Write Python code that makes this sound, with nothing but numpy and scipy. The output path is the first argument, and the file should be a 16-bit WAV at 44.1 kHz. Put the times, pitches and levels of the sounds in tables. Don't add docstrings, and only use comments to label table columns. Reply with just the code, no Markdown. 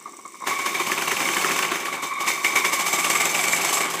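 import sys
import numpy as np
from scipy import signal
from scipy.fft import rfft, irfft, next_fast_len
from scipy.io import wavfile
from scipy.ndimage import uniform_filter1d, map_coordinates

SR = 44100
rng = np.random.default_rng(int(sys.argv[2]) if len(sys.argv) > 2 else 0)


def inscribe(sig):
    pcm = np.round(np.clip(np.atleast_2d(sig).T, -1, 1) * 32767)
    wavfile.write(sys.argv[1], SR, pcm.astype(np.int16))


N = 176400

# t/s, chimney level/dB, hiss level/dB, low body level/dB
BLOW = [(0.0, -49, -46.5, -58), (0.2, -52, -49, -59), (0.43, -42, -45, -64), (0.51, -23.5, -27.5, -36),
        (0.59, -29, -33, -41.5), (0.65, -28.5, -31, -39.5), (1.06, -29.5, -28, -34),
        (1.41, -26.5, -22.5, -31), (1.53, -26, -25, -31), (1.73, -34, -31, -35), (1.94, -32, -48, -38),
        (2.04, -32, -50, -47), (2.27, -24.5, -34, -39.5), (2.43, -29.5, -31.5, -41),
        (2.54, -28.5, -28.5, -33.5), (2.64, -25.5, -34, -37), (3.13, -26.5, -31.5, -32.5),
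        (3.64, -32, -27, -29), (3.84, -26.5, -28.5, -33.5), (4.0, -42, -36, -32)]
# t/s, chimney level/dB, low body level/dB, hiss level/dB
STROKES = [(0.4725, -15, -18.5, -26), (0.592, -20, -23, -29.5), (0.6614, -12, -21, -26.5),
           (0.7485, -12, -21.5, -27.5), (0.7985, -15, -22, -28.5), (0.871, -31, -22.5, -27),
           (0.9154, -34, -29, -26.5), (0.9797, -32, -21.5, -29), (1.02, -34, -26, -28.5),
           (1.0793, -25, -19, -26.5), (1.114, -37, -23, -28), (1.167, -28, -26, -29),
           (1.2034, -18, -20, -29), (1.254, -11, -20, -26), (1.2864, -28, -25, -37),
           (1.3344, -19, -27, -34), (1.3644, -22, -25, -32), (1.4127, -27, -23, -32),
           (1.4451, -24, -36, -36), (1.491, -35, -23, -28), (1.5184, -18, -22, -25.5),
           (1.563, -16, -23, -26), (1.5903, -22, -24, -27), (1.6274, -22, -20, -26.5),
           (1.6474, -22, -23, -33), (1.7177, -17, -18.5, -31), (1.7454, -16.5, -22, -29),
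           (1.8043, -38, -23.5, -31), (1.855, -22, -26, -29), (1.9273, -18, -24.5, -30),
           (2.029, -24, -24.5, -29.5), (2.206, -19, -25, -29), (2.2654, -31, -22, -31),
           (2.2782, -7, -19, -21.5), (2.4472, -4.5, -20.5, -22.5), (2.56, -5, -16, -20.5),
           (2.649, -10, -21, -21), (2.73, -9.5, -20, -20.5), (2.798, -10.5, -18, -21),
           (2.8653, -16, -22, -19.5), (2.9323, -10, -17.5, -18.5), (2.989, -13.5, -20.5, -21),
           (3.046, -27, -22.5, -19.5), (3.103, -11, -20.5, -17.5), (3.1562, -10, -22.5, -20.5),
           (3.207, -5, -20.5, -19), (3.2546, -12, -19, -18.5), (3.2984, -15, -29, -21.5),
           (3.348, -10, -22, -19.5), (3.3924, -8.5, -23, -20.5), (3.4404, -8.5, -35, -20.5),
           (3.484, -11.5, -25, -21), (3.528, -8.5, -28.5, -18.5), (3.5645, -14, -37, -23.5),
           (3.613, -10, -37, -21), (3.649, -11, -21, -19.5), (3.691, -14.5, -23, -21),
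           (3.732, -35, -20.5, -17), (3.7723, -14, -20.5, -23), (3.8074, -16, -19.5, -22),
           (3.837, -14, -26, -39), (3.9054, -33, -26.5, -26), (3.9404, -38, -21.5, -27),
           (3.9934, -15, -27, -29)]
# t/s, level against the plain hiss/dB
JET_SHARE = [(0, -5), (2.0, -4), (2.6, -4.5), (2.95, -0.5), (3.75, 0.5), (4, -2.5)]
# t/s, f/Hz
WHISTLE_PITCH = [(0, 1118), (.9, 1089), (1.6, 1109), (2.1, 1125), (2.6, 1110), (3.3, 1153), (4, 1109)]

# f/Hz, width/Hz, level/dB
SECOND_MODES = [(2100, 340, -4), (2284, 81, 6.5)]
THIRD_MODE = [(3640, 69, 0)]
HIGH_MODES = [(3650, 100, -4.5), (4400, 90, -5.5), (5180, 88, -3.5), (6290, 120, 0.5)]
HOLLOW_MODES = [(646, 83, -5), (835, 77, 0)]
GURGLE_MODES = [(305, 150, -3.5), (1065, 128, 4.5), (2170, 57, 0.5), (3730, 120, -12.5)]

# f/Hz, level/dB
BODY_COLOUR = [(30, -44), (70, -31), (120, -8.5), (175, -7.5), (220, -4), (360, 3.5), (460, -1.5),
               (660, -2), (830, 2), (950, 1), (1350, -2), (1700, -3), (2900, -5), (4000, -9.5), (8000, -39)]
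HISS_COLOUR = [(500, -59), (2000, -1), (3000, 4.5), (3450, -2), (4000, -5), (4700, 1), (5800, 3.5),
               (6700, 4), (7600, -3.5), (9500, 0), (11500, -6), (13000, -3.5), (15200, -4)]
JET_COLOUR = [(3000, -61), (4800, -15.5), (5800, -14.5), (6700, -1), (7500, 10.5), (8400, 5.5),
              (9500, -13.5), (11500, 2), (14000, -37)]
BURNER_COLOUR = [(30, -47), (150, 5.5), (350, 18.5), (700, -4.5), (1600, -55.5), (3000, -52), (4100, -34),
                 (5900, 12), (6600, -22), (7600, 6), (9000, 0), (11000, -37), (13800, -27), (15200, -3)]
SIZZLE_COLOUR = [(3000, -40), (6000, -6), (7500, 1.5), (9000, -2), (11000, -24), (15000, -24)]
WET_COLOUR = [(60, -60), (200, 6), (500, -6.5), (1200, 2.5), (3100, -2), (4200, -37), (9000, -18)]
SPRAY_COLOUR = [(100, -36), (250, -9), (370, 2.5), (480, -4), (650, -16), (1000, -5), (1400, 3),
                (1750, -0.5), (2500, -16), (3050, 1.5), (3900, -24), (9000, -38)]
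DRAUGHT_COLOUR = [(20, -14), (50, -6), (75, 0), (110, 6), (250, -30)]

# t/s, level/dB
GURGLES = [(0.0134, -32), (0.0587, -29), (0.075, -27.5), (0.1346, -33), (0.19, -31.5), (0.254, -28),
           (0.345, -30.5), (0.407, -29), (0.422, -24), (0.44, -22), (0.503, -21.5), (0.527, -22),
           (0.8985, -16.5), (1.883, -20), (1.9825, -20.5), (2.0296, -18.5), (2.0787, -29), (2.1091, -26),
           (2.1271, -27), (2.1584, -25), (2.186, -26), (2.234, -21), (2.4144, -24.5)]
# t/s, level/dB
SNAPS = [(0.0258, -32), (0.0948, -32), (0.1094, -39), (0.169, -28), (0.2603, -29), (0.2783, -29),
         (2.138, -24)]
# t/s, level/dB, final f/Hz
SPITS = [(0.4723, -14.5, 2290), (0.6614, -14.5, 2310), (0.8006, -12, 2360), (0.9173, -8.5, 1620),
         (1.0206, -12, 1370), (1.1159, -10, 1474), (1.2042, -13.5, 2080), (1.2874, -10.5, 1550),
         (1.3673, -8.5, 2220), (1.4446, -7, 1735), (1.5085, -10, 2170), (1.5898, -9.5, 1750),
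         (1.6496, -12.5, 2530), (1.717, -12.5, 2410), (1.7564, -12, 2190), (1.8552, -16, 1550),
         (2.4463, -13, 2214), (2.6489, -11.5, 2300), (3.047, -17, 2400), (3.1547, -18, 2160),
         (3.4401, -10, 2230), (3.5648, -16, 2240), (3.8521, -12, 2300)]
# t/s, level/dB
SQUEAKS = [(0.5874, -30), (0.7444, -37), (0.8655, -23), (0.903, -32), (0.9752, -20), (1.0104, -25),
           (1.0739, -21.5), (1.1054, -22), (1.1653, -20), (1.2486, -36), (1.3339, -22), (1.4117, -21),
           (1.4843, -21), (1.5077, -30), (1.5614, -22), (1.624, -17.5), (1.6856, -24), (1.736, -32),
           (1.8008, -29), (1.9275, -37), (3.0434, -15.5), (3.1033, -27), (3.1519, -16), (3.253, -22),
           (3.3468, -17.5), (3.6142, -22), (3.692, -21)]
# t/s, level/dB
DRAUGHT = [(.9, -90), (1.03, -57), (1.2, -56), (1.4, -72), (1.6, -90)]
# f/Hz, time to fade by 60 dB/s
ROOM_FADE = [(150, 0.23), (2000, 0.26), (12000, 0.3)]

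POP_SWELL_S = 0.0016
BASS_HZ, TOP_HZ = 82, 15400


def amp(db):
    return 10 ** (np.asarray(db) / 20)


def unit(x):
    return x / np.sqrt(np.mean(x ** 2) + 1e-20)


def along(points, hz):
    f, values = np.transpose(points)
    return np.interp(np.log(hz + 1), np.log(f + 1), values)


def curves(rows):
    times, *columns = np.transpose(rows)
    return [np.interp(np.arange(N) / SR, times, column) for column in columns]


def wobble(rate):
    points = rng.standard_normal(int(N * rate / SR) + 4)
    return map_coordinates(points, [np.arange(N) * rate / SR])


def filtered(x, response):
    size = next_fast_len(N + SR // 2)
    return irfft(rfft(x, size) * response(np.fft.rfftfreq(size, 1 / SR)), size)[:N]


def coloured(x, colour):
    return filtered(x, lambda hz: unit(amp(along(colour, hz))))


def bursts(times, levels_db, rise_s, fall_db_per_s):
    t, power = np.arange(N) / SR, np.zeros(N)
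    for s, db, fall in np.broadcast(times, levels_db, fall_db_per_s):
        near = slice(max(int(s * SR) - SR // 10, 0), int(s * SR) + SR // 3)
        age = t[near] - s
        swell = np.exp(np.minimum(age, 0) / rise_s)
        power[near] += (swell * amp(db - fall * np.maximum(age, 0))) ** 2
    return np.sqrt(power)


def steam(sputter_db, rate):
    return unit(rng.standard_normal(N) * amp(sputter_db * wobble(rate)))


def whistle():
    hz = curves(WHISTLE_PITCH)[0] * (1 + .012 * wobble(rate=35) + .048 * wobble(rate=400))
    return unit(amp(3.75 * wobble(rate=110)) * np.sin(2 * np.pi * np.cumsum(hz) / SR))


def pipe(modes, sputter_db):
    def response(f):
        peaks = sum((-1) ** k * amp(db) * 1j * f * width / (hz * hz - f * f + 1j * f * width)
                    for k, (hz, width, db) in enumerate(modes))
        return peaks / np.sqrt(np.mean(abs(peaks) ** 2))
    tone = filtered(steam(sputter_db, rate=250), response)
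    steadiness, window_s = 0.54, 0.0059
    power = abs(uniform_filter1d(tone ** 2, int(window_s * SR))) + 1e-9
    return unit(tone / power ** (steadiness / 2))


def puffs(levels_db, quickness):
    times = np.transpose(STROKES)[0]
    gaps_s = np.maximum(np.diff(times), .02)
    gaps_s = np.append(gaps_s, gaps_s[-1])
    stroke_s = 0.097
    fall_db_per_s = quickness * 22 / stroke_s * (stroke_s / gaps_s) ** 0.52
    return bursts(times, levels_db, .0052 / quickness, fall_db_per_s)


def exhaust():
    _, ring_db, body_db, hiss_db = np.transpose(STROKES)
    blow_ring_db, blow_hiss_db, blow_body_db = curves(BLOW)
    jet = amp(curves(JET_SHARE)[0])
    plain_share = 1 / np.hypot(1, jet)
    low = np.hypot(puffs(ring_db * 0 + body_db - 5.5, quickness=2.6), amp(blow_ring_db - 6))
    ring = np.hypot(puffs(ring_db - 12, quickness=1.28), amp(blow_ring_db - 6.5))
    body = np.hypot(puffs(body_db - 6, quickness=1.02), amp(blow_body_db))
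    hiss = np.hypot(puffs(hiss_db - 3, quickness=0.85), amp(blow_hiss_db - 7.5)) * plain_share
    chimney = (low * whistle()
               + ring * pipe(SECOND_MODES, sputter_db=5.5)
               + amp(-6) * hiss * pipe(HIGH_MODES, sputter_db=7)
               + amp(-15.5) * np.hypot(low, ring) * plain_share * pipe(THIRD_MODE, sputter_db=1.5)
               + amp(-11) * body * jet * pipe(HOLLOW_MODES, sputter_db=2))
    rush = coloured(body * steam(sputter_db=2.5, rate=300), BODY_COLOUR)
    nozzle = coloured(hiss * steam(sputter_db=1.9, rate=250), HISS_COLOUR)
    edge = coloured(hiss * jet * steam(sputter_db=3.5, rate=400), JET_COLOUR)
    hum_hz, hum_width_hz = 170.4, 5.8
    hum = amp(blow_body_db - 15) * pipe([(hum_hz, hum_width_hz, 0)], sputter_db=0)
    return chimney + rush + nozzle + edge + hum


def burner(ticks_per_s=70, tick_s=0.00083):
    drops = (rng.random(N) < ticks_per_s / SR).astype(float)
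    fades = signal.lfilter([1], [1, -np.exp(-1 / (tick_s * SR))], drops)
    sizzle = unit(coloured(fades * rng.standard_normal(N), SIZZLE_COLOUR))
    hiss = coloured(steam(sputter_db=2, rate=130), BURNER_COLOUR)
    return amp(-50.5) * hiss + amp(-54) * sizzle


def gurgles():
    times, db = np.transpose(GURGLES)
    tone = amp(-10.5) * pipe(GURGLE_MODES, sputter_db=1) + amp(-6.5) * whistle()
    return bursts(times, db, rise_s=.002, fall_db_per_s=680) * tone


def snaps():
    times, db = np.transpose(SNAPS)
    loudness = bursts(times, db - 7.5, rise_s=.0002, fall_db_per_s=4000)
    return coloured(loudness * rng.standard_normal(N), SIZZLE_COLOUR)


def chirp(start_hz, end_hz, glide_s, swell_s, rough):
    t = np.arange(SR // 30) / SR
    hz = end_hz + (start_hz - end_hz) * np.exp(-t / glide_s)
    jitter = unit(uniform_filter1d(rng.standard_normal(len(t)), size=12))
    loudness = t / swell_s * np.exp(1 - t / swell_s)
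    return loudness * np.sin(2 * np.pi * np.cumsum(hz * (1 + rough * jitter)) / SR)


def spits():
    out = np.zeros(N + SR)
    for s, db, end_hz in SPITS:
        pop = chirp(start_hz=3120, end_hz=end_hz, glide_s=.0012, swell_s=POP_SWELL_S, rough=0.378)
        thud = chirp(start_hz=372.4, end_hz=372.4, glide_s=.0066, swell_s=.0066, rough=0.37)
        out[round(s * SR):][:len(pop)] += amp(db) * (amp(-4.5) * pop + amp(-18) * thud)
    for s, db in SQUEAKS:
        squeak = chirp(start_hz=3160, end_hz=1763, glide_s=.00777, swell_s=.0034, rough=0.14)
        out[round(s * SR):][:len(squeak)] += amp(db - 0.5) * squeak
    return filtered(out[:N], lambda hz: amp(along(WET_COLOUR, hz)))


def spray():
    pop_s, pop_db, _ = np.transpose(SPITS)
    squeak_s, squeak_db = np.transpose(SQUEAKS)
    fronts = bursts(pop_s + POP_SWELL_S / 2, pop_db - 17.5, rise_s=.00049, fall_db_per_s=1000)
    after_pops = bursts(pop_s + POP_SWELL_S, pop_db - 20, rise_s=.002, fall_db_per_s=450)
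    after_squeaks = bursts(squeak_s + .0054, squeak_db - 15.5, rise_s=.002, fall_db_per_s=450)
    crack = fronts * steam(sputter_db=4, rate=900)
    spatter = np.hypot(after_pops, after_squeaks) * steam(sputter_db=2.5, rate=400)
    return coloured(crack, HISS_COLOUR) + coloured(spatter, SPRAY_COLOUR)


def draught():
    return amp(curves(DRAUGHT)[0]) * coloured(rng.standard_normal(N), DRAUGHT_COLOUR)


def room(x):
    hz, t, noise = signal.stft(rng.standard_normal(SR // 2), SR, nperseg=256)
    fade = amp(-60 * t / along(ROOM_FADE, hz)[:, None])
    tail = signal.istft(noise * fade, SR, nperseg=256)[1]
    return signal.fftconvolve(np.pad(x, (SR // 200, 0)), tail / np.linalg.norm(tail))[:N]


def scene():
    engine = exhaust() + burner() + gurgles() + snaps() + spits() + spray()
    engine = filtered(engine, lambda hz: (1j * hz / (BASS_HZ + 1j * hz)) ** 2)
    return (engine + amp(-9) * room(engine) + draught())[None]


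def record(dry):
    return np.array([filtered(x, lambda hz: hz < TOP_HZ) for x in dry])


dry = scene()
out = record(dry)
inscribe(out)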